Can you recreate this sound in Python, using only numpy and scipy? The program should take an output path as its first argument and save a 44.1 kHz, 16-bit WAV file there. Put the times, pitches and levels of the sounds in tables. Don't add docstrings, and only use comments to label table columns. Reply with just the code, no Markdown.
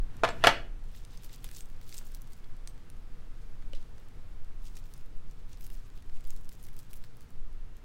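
import sys
import numpy as np
from scipy import signal
from scipy.fft import rfft, irfft, next_fast_len
from scipy.io import wavfile
from scipy.ndimage import map_coordinates

SR = 44100
rng = np.random.default_rng(int(sys.argv[2]) if len(sys.argv) > 2 else 0)


def int16_out(signal):
    q = np.round(np.clip(np.atleast_2d(signal).T, -1, 1) * 32767)
    wavfile.write(sys.argv[1], SR, q.astype(np.int16))


N = 345744

# pitch_hz, level_db
HISS_TONE = [(15, -58.5), (45, 5.5), (75, 3), (120, 1.5), (190, -6.5), (330, -12), (430, -16.5), (475, -13),
             (530, -18.5), (1300, -21), (2500, -26.5), (5000, -33), (10000, -40), (16000, -45.5)]
# time_s, level_db
HISS_LEVELS = [(0.0, -53), (0.45, -44.5), (0.72, -54), (4.2, -53.5), (4.45, -54.5), (7.84, -55)]
# pitch_hz, width_hz, level_db
HUMS = [(406, 12, -80.5), (466, 14, -80), (1270, 25, -84)]
# pitch_hz, level_db
SWAY_TONE = [(1, -20.5), (4, 2.5), (12, -4.5), (22, -14.5), (40, -45.5), (200, -140)]
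# pitch_hz, level_db
RUMBLE_TONE = [(5, -59.5), (12, -24), (22, 5.5), (35, -16), (55, -32), (200, -120)]
# time_s, sway_db, rumble_db
PRESSURE_LEVELS = [(0.0, -35, -20), (0.17, -34, -56), (0.57, -31.5, -33), (1.07, -41.5, -41),
                   (1.75, -35, -45), (3.38, -38, -46), (3.67, -28.5, -40.5), (3.86, -33.5, -49.5),
                   (4.87, -34, -43), (5.46, -34, -44.5), (5.57, -41, -38), (6.03, -38, -47),
                   (6.09, -28, -44), (7.27, -40.5, -50), (7.49, -29, -34), (7.84, -48, -45)]
# time_s, level_db
SCRAPE_LEVELS = [(0.06, -100), (0.12, -75), (0.23, -69.5), (0.24, -87), (0.39, -92), (0.41, -58),
                 (0.425, -49), (0.438, -46), (0.44, -95)]
# pitch_hz, width_hz, gain_db
SCRAPE_PEAKS = [(900, 1000, 3.5), (1750, 330, 4), (2737, 230, 6.5)]
# start_s, level_db, brightness_db_per_octave, middle_boost_db
CLEAR_TICKS = [(0.1681, -60.0, 2, 3.5), (0.8401, -65, -0.5, -3.5), (0.9493, -58.5, -4, -3.5),
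               (1.0501, -55.5, -2.3, 8), (1.1743, -55.5, 1.0, 10.0), (1.2342, -55.5, 0.5, 0.0),
               (1.2437, -57, 5, 3), (1.2951, -58.5, -11, 4), (1.3305, -55.0, 2, -2.5),
               (1.338, -58, -1.5, 4.5), (1.3604, -57, 6, -0.5), (1.4298, -66, 0, 0.0),
               (1.4437, -43.5, 1.7, -5), (1.4662, -56, -4.5, 2.5), (1.4771, -62, 3, 2),
               (1.4891, -53, -2.5, 0.0), (1.5141, -50.5, 0, 1.0), (1.548, -52, 0.7, 11),
               (1.5694, -49.5, 8, 3), (1.6073, -48, -2, 11), (1.6577, -61.5, 4, 4),
               (1.7006, -61.5, -1, -5.5), (1.7635, -67.5, -3, 3), (1.8139, -57, -1.1, -4),
               (1.8927, -54.5, -0.4, 7.0), (1.9176, -58, 2, -4.5), (1.9261, -50, -11, 12.0),
               (1.9421, -46.5, 0.9, 4.5), (1.9551, -57.0, -1, 4.0), (1.971, -52, 3, 6),
               (1.98, -43, 1, 21.5), (1.9865, -47.5, 1, 9.5), (2.0553, -62, 4.0, 1),
               (2.0708, -58.5, 7.5, -4.5), (2.1197, -59.5, 4, 2.0), (2.1481, -45.5, 5.5, 3.5),
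               (2.219, -54, 9, 3.5), (2.2748, -64, 0.7, 2.5), (2.3212, -62.5, 0.9, -1.0),
               (2.3332, -56, 3, 7), (2.3881, -69, -2.5, 3), (2.4434, -63, -9, 3), (2.5667, -67, 2, 1.5),
               (2.6744, -45, -3.5, 10), (2.6964, -64.5, 3, -1), (2.7787, -66.5, -8.5, 9.5),
               (2.9009, -55.5, 3.7, -3.5), (2.9673, -73, 0.5, -6), (3.6238, -67.5, -10.1, 8.5),
               (3.733, -55, -6, 5.0), (3.75, -55, -13, 6.0), (3.8273, -64.5, -6, 4), (3.981, -61.5, -7, 5),
               (3.9999, -69, 2, -3), (4.0857, -65, -1, -3), (4.4464, -65.5, -2.5, 3), (4.6544, -59, 0, 4.5),
               (4.6719, -61.0, 7, 11), (4.6814, -62, 1, 7), (4.7552, -61.5, 0.0, 10.0),
               (4.7687, -52.0, -1, 3), (4.7886, -63, 0, 13.5), (4.8405, -64.5, -6.5, 6.5),
               (4.856, -64.5, -2.5, 0.0), (4.9383, -53.5, 3.5, 2.5), (4.9787, -60.0, 3.3, -5.5),
               (5.0106, -64.5, -2.5, 1), (5.0595, -66, 0.1, -7.0), (5.1663, -70.5, 2.8, -2.5),
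               (5.3109, -61.5, 1.5, 4.5), (5.494, -66, -3.5, -0.5), (5.5314, -57.5, -0.5, 10.5),
               (5.5728, -63, -0.0, 1.5), (5.6093, -55.0, 1.0, -2), (5.6222, -59.5, 6.5, 0.5),
               (5.6397, -59, 8.5, -4), (5.6666, -51.0, 5.2, -7.5), (5.6756, -63, 7.5, 2.0),
               (5.702, -54.5, 0, -5.5), (5.7514, -61.0, -1, 0.5), (5.9016, -63, -8, 8.0),
               (5.9754, -63.5, -7.5, 7.0), (6.0238, -62.5, -0.8, 2.5), (6.0966, -61, -7.5, -5),
               (6.161, -62, 0.7, -5), (6.1695, -62.0, -5.0, 2), (6.2079, -61.5, 0, 2.0),
               (6.2418, -61, 0, -4), (6.2508, -60.5, -4, 6.5), (6.2722, -56.0, 5.1, -5),
               (6.2807, -62, 5, 0.0), (6.3057, -49, 3, 8), (6.3326, -64, 3.5, -4), (6.3635, -57, 4, 3.5),
               (6.4109, -64, 2.0, 0.0), (6.4468, -64.5, 1.6, 6), (6.4548, -65, 2.8, 4),
               (6.4917, -50.5, 4, 0), (6.5182, -59.5, -2.3, -1), (6.5262, -59.0, 7.5, -3),
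               (6.5337, -65, 6, 6), (6.5511, -67, 4.5, 0), (6.6289, -56, 8.2, -4.5),
               (6.6394, -55.0, 9.5, -1.5), (6.6519, -59.0, 1, 4.0), (6.6678, -57.5, 3.2, -4),
               (6.6858, -58, -1, -3.5), (6.7312, -64.5, 3, -9), (6.7661, -55.5, 3, -3.5),
               (6.7906, -51, 9.5, 5.0), (6.7995, -59.0, 2.5, -5), (6.8305, -62.5, 4, 4),
               (6.9113, -59.5, 2, -4.5), (6.9322, -49, 2.0, -5.0), (6.9392, -54, 3.5, -6),
               (6.9567, -63.0, 6, -1), (6.9702, -62.5, 4, 1.5), (7.0395, -55.5, -3.5, -1.5),
               (7.047, -60.5, 0, -2.5), (7.1692, -62, 6.5, 1.0), (7.2081, -60, 3, 0.5),
               (7.2186, -66, 3.7, 0), (7.3054, -65.5, 5, 6), (7.5289, -70, 1, -4.5),
               (7.7678, -64.0, 2.2, 2)]
# low_hz, high_hz
TICK_BANDS = [(1500, 4500), (4500, 9000), (9000, 16500)]
TICK_FADE_RATIOS = [1.4, 1, .7]
# start_s, strength_db, crack_db, board_fade_s, hardness_db_per_octave
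PLIER_HITS = [(0.235, -9.5, -32.5, 0.09, -7.5), (0.244, -17.5, -21, 0.037, -2.5),
              (0.249, -17.5, -28.5, 0.023, 0.5), (0.277, -24, -25, 0.054, 0.8),
              (0.288, -22, -17.5, 0.045, -0.95), (0.303, -28, -32, 0.049, -4), (0.439, -8, -21.5, 0.14, 3),
              (0.445, -14, -18, 0.056, 3.5), (0.457, -17, -17, 0.097, 0), (0.470, -1, -16.5, 0.1, 3)]
# pitch_hz, level_db, fade_s
TABLE_NOTES = [(487, -9, .07), (680.8, 3, .055), (896, -7.5, .08), (1235, -9, 0.12), (1383, -7, 0.045),
               (1718, -7, 0.056), (1803, -13.5, .07), (2370, -11, 0.03), (2484, -12.5, 0.055),
               (2974, -5, .022), (3357, -3, 0.02), (4302, -11, 0.022), (6200, -26.5, .035)]
# pitch_hz, level_db
BOARD_TONE = [(60, -21), (300, -19), (600, -5.5), (1400, -5.5), (2200, -9.5), (3300, -19.5), (4000, -18),
              (11000, -41), (16000, -56)]
# pitch_hz, level_db
SHUDDER_TONE = [(60, -7), (125, 0), (200, -8), (400, -30), (2000, -90)]
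# start_s, pitch_hz, level_db, fade_s
CHARM_NOTES = [(0.288, 7630, -50, 0.12), (0.289, 5280, -36, 0.021), (0.47, 14200, -46, .06),
               (1.175, 6370, -57, 0.044), (1.608, 8350, -56.5, 0.13), (1.98, 6200, -53.5, 0.042),
               (2.442, 3300, -54, .012), (2.445, 4380, -54.5, 0.013), (0.645, 566, -43.5, 0.036),
               (2.675, 8300, -56, 0.17), (2.675, 6560, -61, 0.092), (2.675, 6100, -54, .04),
               (3.734, 2970, -47, 0.023), (3.734, 544, -49, 0.055), (4.769, 10200, -53.5, 0.045),
               (5.64, 13900, -54.5, .05), (6.306, 6500, -50, .03)]
# time_s, level_db
RESTING_LEVELS = [(.72, -80), (1.1, -73), (2.3, -72.5), (2.6, -78), (4.5, -80), (4.9, -77.5), (5.2, -79.5),
                  (6.0, -75.5), (7.0, -73.5), (7.4, -82), (7.84, -82)]
# peak_s, level_db, length_s, links_over_drag_db
CHAIN_SHAKES = [(0.968, -58.5, .12, -3), (1.14, -61, .12, -8.5), (1.25, -55.5, .06, 0),
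                (1.338, -53, .07, -4.5), (1.449, -53, .04, 0), (1.5, -59, .08, 3), (1.565, -51, .09, 5),
                (1.608, -68, .04, 1), (1.698, -75, 0.029, 2), (1.832, -62, .04, -3.5),
                (1.897, -55.5, .08, 2), (1.945, -52, .05, 1), (1.979, -53, .07, 5), (2.07, -60.5, .1, 4),
                (2.152, -57, .05, 7), (2.22, -68, .04, 5), (2.272, -68.5, 0.037, 4.5),
                (2.327, -65, 0.053, 5), (2.38, -67.5, 0.055, 7), (2.691, -64, .04, 2.5),
                (3.42, -70, .15, -5), (3.758, -61.5, .06, -12), (3.82, -69, .12, -7), (3.995, -72, .15, -1),
                (4.67, -59, .08, -4), (4.775, -57.5, 0.0493, -0.5), (4.856, -65.5, .04, -1),
                (4.949, -64.5, .16, 2.5),  (5.315, -65, .05, -4.5), (5.395, -68.5, 0.037, -7.5),
                (5.5, -66.5, .04, -4), (5.53, -62, .07, -7.5), (5.64, -59.5, .1, 4.5),
                (5.738, -60.5, .12, 4), (5.86, -68, .08, -2), (5.971, -68, .1, -7.5),
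                (6.166, -66.5, .12, -3.5), (6.301, -60, .12, 3.5), (6.37, -63, .04, 7.5),
                (6.452, -71, .05, 7.5), (6.531, -66, .06, 12), (6.602, -64, .04, 4), (6.64, -61.5, .08, 14),
                (6.74, -64, .03, 5.5), (6.791, -60, .07, 4.5), (6.91, -65, .04, 4), (6.961, -63, .07, 14),
                (7.04, -63, .05, -2.5), (7.222, -66.5, .07, 2), (7.31, -72, .05, 5.5),
                (7.775, -72, .05, 3.5)]
# pitch_hz, level_db
LINK_TONE = [(1000, -90), (5000, -30.5), (8000, -11), (10000, -0.5), (14000, 2), (16500, 2)]
# pitch_hz, level_db
BEAD_TONE = [(800, -89), (2500, -13), (5000, -3), (6500, -1.5), (8500, -4), (16000, -34)]
# pitch_hz, level_db
DRAG_TONE = [(200, -90), (900, -24), (2000, -4.5), (3500, 2.5), (5000, -2), (10000, -40), (16000, -47.5)]
# start_s, level_db
BEAD_DROPS = [(1.446, -55), (2.012, -56), (3.623, -56), (3.733, -61), (7.04, -57.5)]
# pitch_hz, fade_s
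ROOM_FADES = [(100, 0.9), (700, 0.27), (2000, 0.34), (5000, 0.27), (13000, 0.21)]


def amp(db):
    return 10 ** (np.asarray(db) / 20)


def unit(x):
    return x / np.sqrt(np.mean(x ** 2) + 1e-20)


def along(points, hz):
    pitches, values = np.transpose(points)
    return np.interp(np.log(hz + 1), np.log(pitches + 1), values)


def curves(rows):
    times, *columns = np.transpose(rows)
    return [np.interp(np.arange(N) / SR, times, column, left=-120) for column in columns]


def filtered(x, response):
    size = next_fast_len(N + SR // 2)
    return irfft(rfft(x, size) * response(np.fft.rfftfreq(size, 1 / SR)), size)[..., :N]


def coloured(x, tone):
    return unit(filtered(x, lambda hz: amp(along(tone, hz))))


def noise(tone):
    return coloured(rng.standard_normal(N), tone)


def band(low_hz, high_hz):
    sos = signal.butter(2, [low_hz, min(high_hz, SR / 2.1)], "bandpass", fs=SR, output="sos")
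    return unit(signal.sosfilt(sos, rng.standard_normal(N)))


def wobble(rate):
    return map_coordinates(rng.standard_normal(int(N * rate / SR) + 4), [np.arange(N) * rate / SR])


def add(x, start_s, piece):
    part = x[round(start_s * SR):][:len(piece)]
    part += piece[:len(part)]


def cut(x, start_s, samples):
    return x[..., round(start_s * SR):][..., :samples]


def air():
    (hiss_db,), (sway_db, rumble_db) = curves(HISS_LEVELS), curves(PRESSURE_LEVELS)
    hiss = amp(hiss_db) * noise(HISS_TONE)
    hum = sum(amp(db) * band(hz - width / 2, hz + width / 2) for hz, width, db in HUMS)
    return hiss + hum + amp(sway_db) * noise(SWAY_TONE) + amp(rumble_db) * noise(RUMBLE_TONE)


def pliers_scrape():
    def peaks(f):
        response = sum(amp(db) * 1j * f * width / (hz * hz - f * f + 1j * f * width)
                       for hz, width, db in SCRAPE_PEAKS)
        return response ** 2

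    (level_db,) = curves(SCRAPE_LEVELS)
    return amp(level_db + 2 * wobble(99)) * unit(filtered(rng.standard_normal(N), peaks))


def stray_ticks(rustle_db, bright_db, count, below_db=6.5, size_spread_db=3, tone_spread_db=2.5):
    at = rng.integers(0, N, count)
    size, tilt, middle = rng.standard_normal((count, 3)).T
    level_db = rustle_db[at] - below_db + size_spread_db * size
    tilt_db = bright_db[at] / 2 + tone_spread_db * tilt
    return np.transpose([at / SR, level_db, tilt_db, tone_spread_db * middle])


def bead_ticks(rustle_db, bright_db, typical_fade_s=.0069, rise_s=.0001):
    out, t = np.zeros(N), np.arange(SR // 60) / SR
    grit = np.pad([band(*edges) for edges in TICK_BANDS], ((0, 0), (0, len(t))), "wrap")
    low_hz, high_hz = np.transpose(TICK_BANDS)[:, :, None]
    octaves = np.log2(low_hz * high_hz)[:, 0] / 2
    rows = np.vstack([CLEAR_TICKS, stray_ticks(rustle_db, bright_db, count=300)])
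    for start_s, db, tilt_db, middle_db in rows:
        place, phase = rng.random((2, 3, 2))
        pitch_hz = low_hz * (high_hz / low_hz) ** place
        notes = np.sin(2 * np.pi * (pitch_hz[..., None] * t + phase[..., None])).sum(axis=1)
        stretch = np.exp(.35 * rng.standard_normal() - .025 * (db + 54.5))
        fade_s = typical_fade_s * stretch * np.c_[TICK_FADE_RATIOS]
        shape = amp(-60 * t / fade_s) * (1 - np.exp(-t / rise_s))
        bands = shape * (.55 * notes + .83 * cut(grit, start_s, len(t)))
        shares = amp(tilt_db * octaves + [0, middle_db, 0])
        tick = (shares / np.linalg.norm(bands, axis=1)) @ bands / np.linalg.norm(shares)
        add(out, start_s, amp(db) * np.sqrt(SR / 200) * tick)
    return out


def pliers_knocks(rise_s=.00024, crack_fade_s=.02):
    out, t = np.zeros(N), np.arange(SR // 3) / SR
    board, steel = noise(BOARD_TONE), band(3600, 11000)
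    hz, note_db, fade_s = np.transpose(TABLE_NOTES)
    fade_s = np.minimum(fade_s, .08)
    for start_s, db, crack_db, board_fade_s, hardness in PLIER_HITS:
        chance_db, detune = rng.standard_normal((2, len(hz)))
        strength_db = note_db + hardness * np.log2(hz / 1000) + chance_db
        pitch_hz = hz * (1 + .008 * detune)
        fades = amp(strength_db[:, None] - 60 * t / fade_s[:, None])
        ring = amp(-11) * (fades * np.sin(2 * np.pi * np.outer(pitch_hz, t))).sum(axis=0)
        thud = amp(-12 - 60 * t / board_fade_s) * cut(board, start_s, len(t))
        crack = amp(crack_db - 4.5 - 60 * t / crack_fade_s) * cut(steel, start_s, len(t))
        add(out, start_s, amp(db) * (1 - np.exp(-t / rise_s)) * (ring + thud + crack))
    return out


def table_shudder(below_hit_db=34.5, rise_s=.004, fade_s=.23):
    out, t = np.zeros(N), np.arange(SR // 2) / SR
    legs = noise(SHUDDER_TONE)
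    shape = amp(-60 * t / fade_s) * (1 - np.exp(-t / rise_s))
    for start_s, db, *_ in PLIER_HITS:
        add(out, start_s, amp(db - below_hit_db) * shape * cut(legs, start_s, len(t)))
    return out


def charm_chimes(flutter_db=4.8):
    out, t = np.zeros(N), np.arange(SR // 3) / SR
    for start_s, hz, db, fade_s in CHARM_NOTES:
        add(out, start_s, amp(db - 60 * t / fade_s) * np.sin(2 * np.pi * hz * t))
    return out * amp(flutter_db * wobble(120))


def chain_motion(rise_share=.49, edge_drop_db=11):
    t = np.arange(N) / SR
    (rest_db,) = curves(RESTING_LEVELS)
    power, weighted_brightness = amp(rest_db) ** 2, np.zeros(N)
    for peak_s, db, length_s, bright_db in CHAIN_SHAKES:
        near = slice(max(round((peak_s - 2 * length_s) * SR), 0), round((peak_s + 2 * length_s) * SR))
        offset = (t[near] - peak_s) / length_s
        away = np.maximum(-offset / rise_share, offset / (1 - rise_share))
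        swell = amp(db - edge_drop_db * away) ** 2
        power[near] += swell
        weighted_brightness[near] += swell * bright_db
    return 10 * np.log10(power), weighted_brightness / power


def grains(per_second, spread_db, fade_s, clump):
    hits = rng.random(N) < per_second / SR * np.exp(clump * wobble(35))
    sizes = hits * amp(spread_db * np.minimum(rng.exponential(size=N), 4))
    loudness = signal.lfilter([1], [1, -amp(-60 / (fade_s * SR))], sizes)
    return loudness * rng.standard_normal(N)


def chain_rustle(rustle_db, bright_db):
    links = coloured(grains(1200, spread_db=2.5, fade_s=.005, clump=.25), LINK_TONE)
    beads = coloured(grains(1200, spread_db=2.5, fade_s=.007, clump=.25), BEAD_TONE)
    drag = coloured(grains(2000, spread_db=2, fade_s=.01, clump=.15), DRAG_TONE)
    mix = amp(-4.5 + bright_db / 2) * links + amp(-5) * beads + amp(-7 - bright_db / 2) * drag
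    return amp(rustle_db) * mix


def bead_drops(fade_s=.044):
    out, t = np.zeros(N), np.arange(SR // 2) / SR
    board = noise(BOARD_TONE)
    for start_s, db in BEAD_DROPS:
        add(out, start_s, amp(db - 60 * t / fade_s) * cut(board, start_s, len(t)))
    return out


def room_echo(x, delay_samples=200):
    hz, t, spectrum = signal.stft(rng.standard_normal(SR // 2), SR, nperseg=256)
    fades = amp(-60 * t / along(ROOM_FADES, hz)[:, None])
    _, tail = signal.istft(spectrum * fades, SR, nperseg=256)
    return signal.fftconvolve(np.pad(x, (delay_samples, 0)), tail / np.linalg.norm(tail))[:N]


def scene():
    rustle_db, bright_db = chain_motion()
    pliers = pliers_knocks() + pliers_scrape()
    beads = bead_ticks(rustle_db, bright_db) + charm_chimes()
    echo = room_echo(amp(-11) * pliers + amp(-16.5) * beads)
    table = table_shudder() + bead_drops()
    return (pliers + beads + echo + table + chain_rustle(rustle_db, bright_db) + air())[None]


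def record(dry, droop_hz=15850, droop_db=-22, top_hz=16520):
    return filtered(dry, lambda hz: np.where(hz > droop_hz, amp(droop_db), 1) * (hz < top_hz))


dry = scene()
out = record(dry)
int16_out(out)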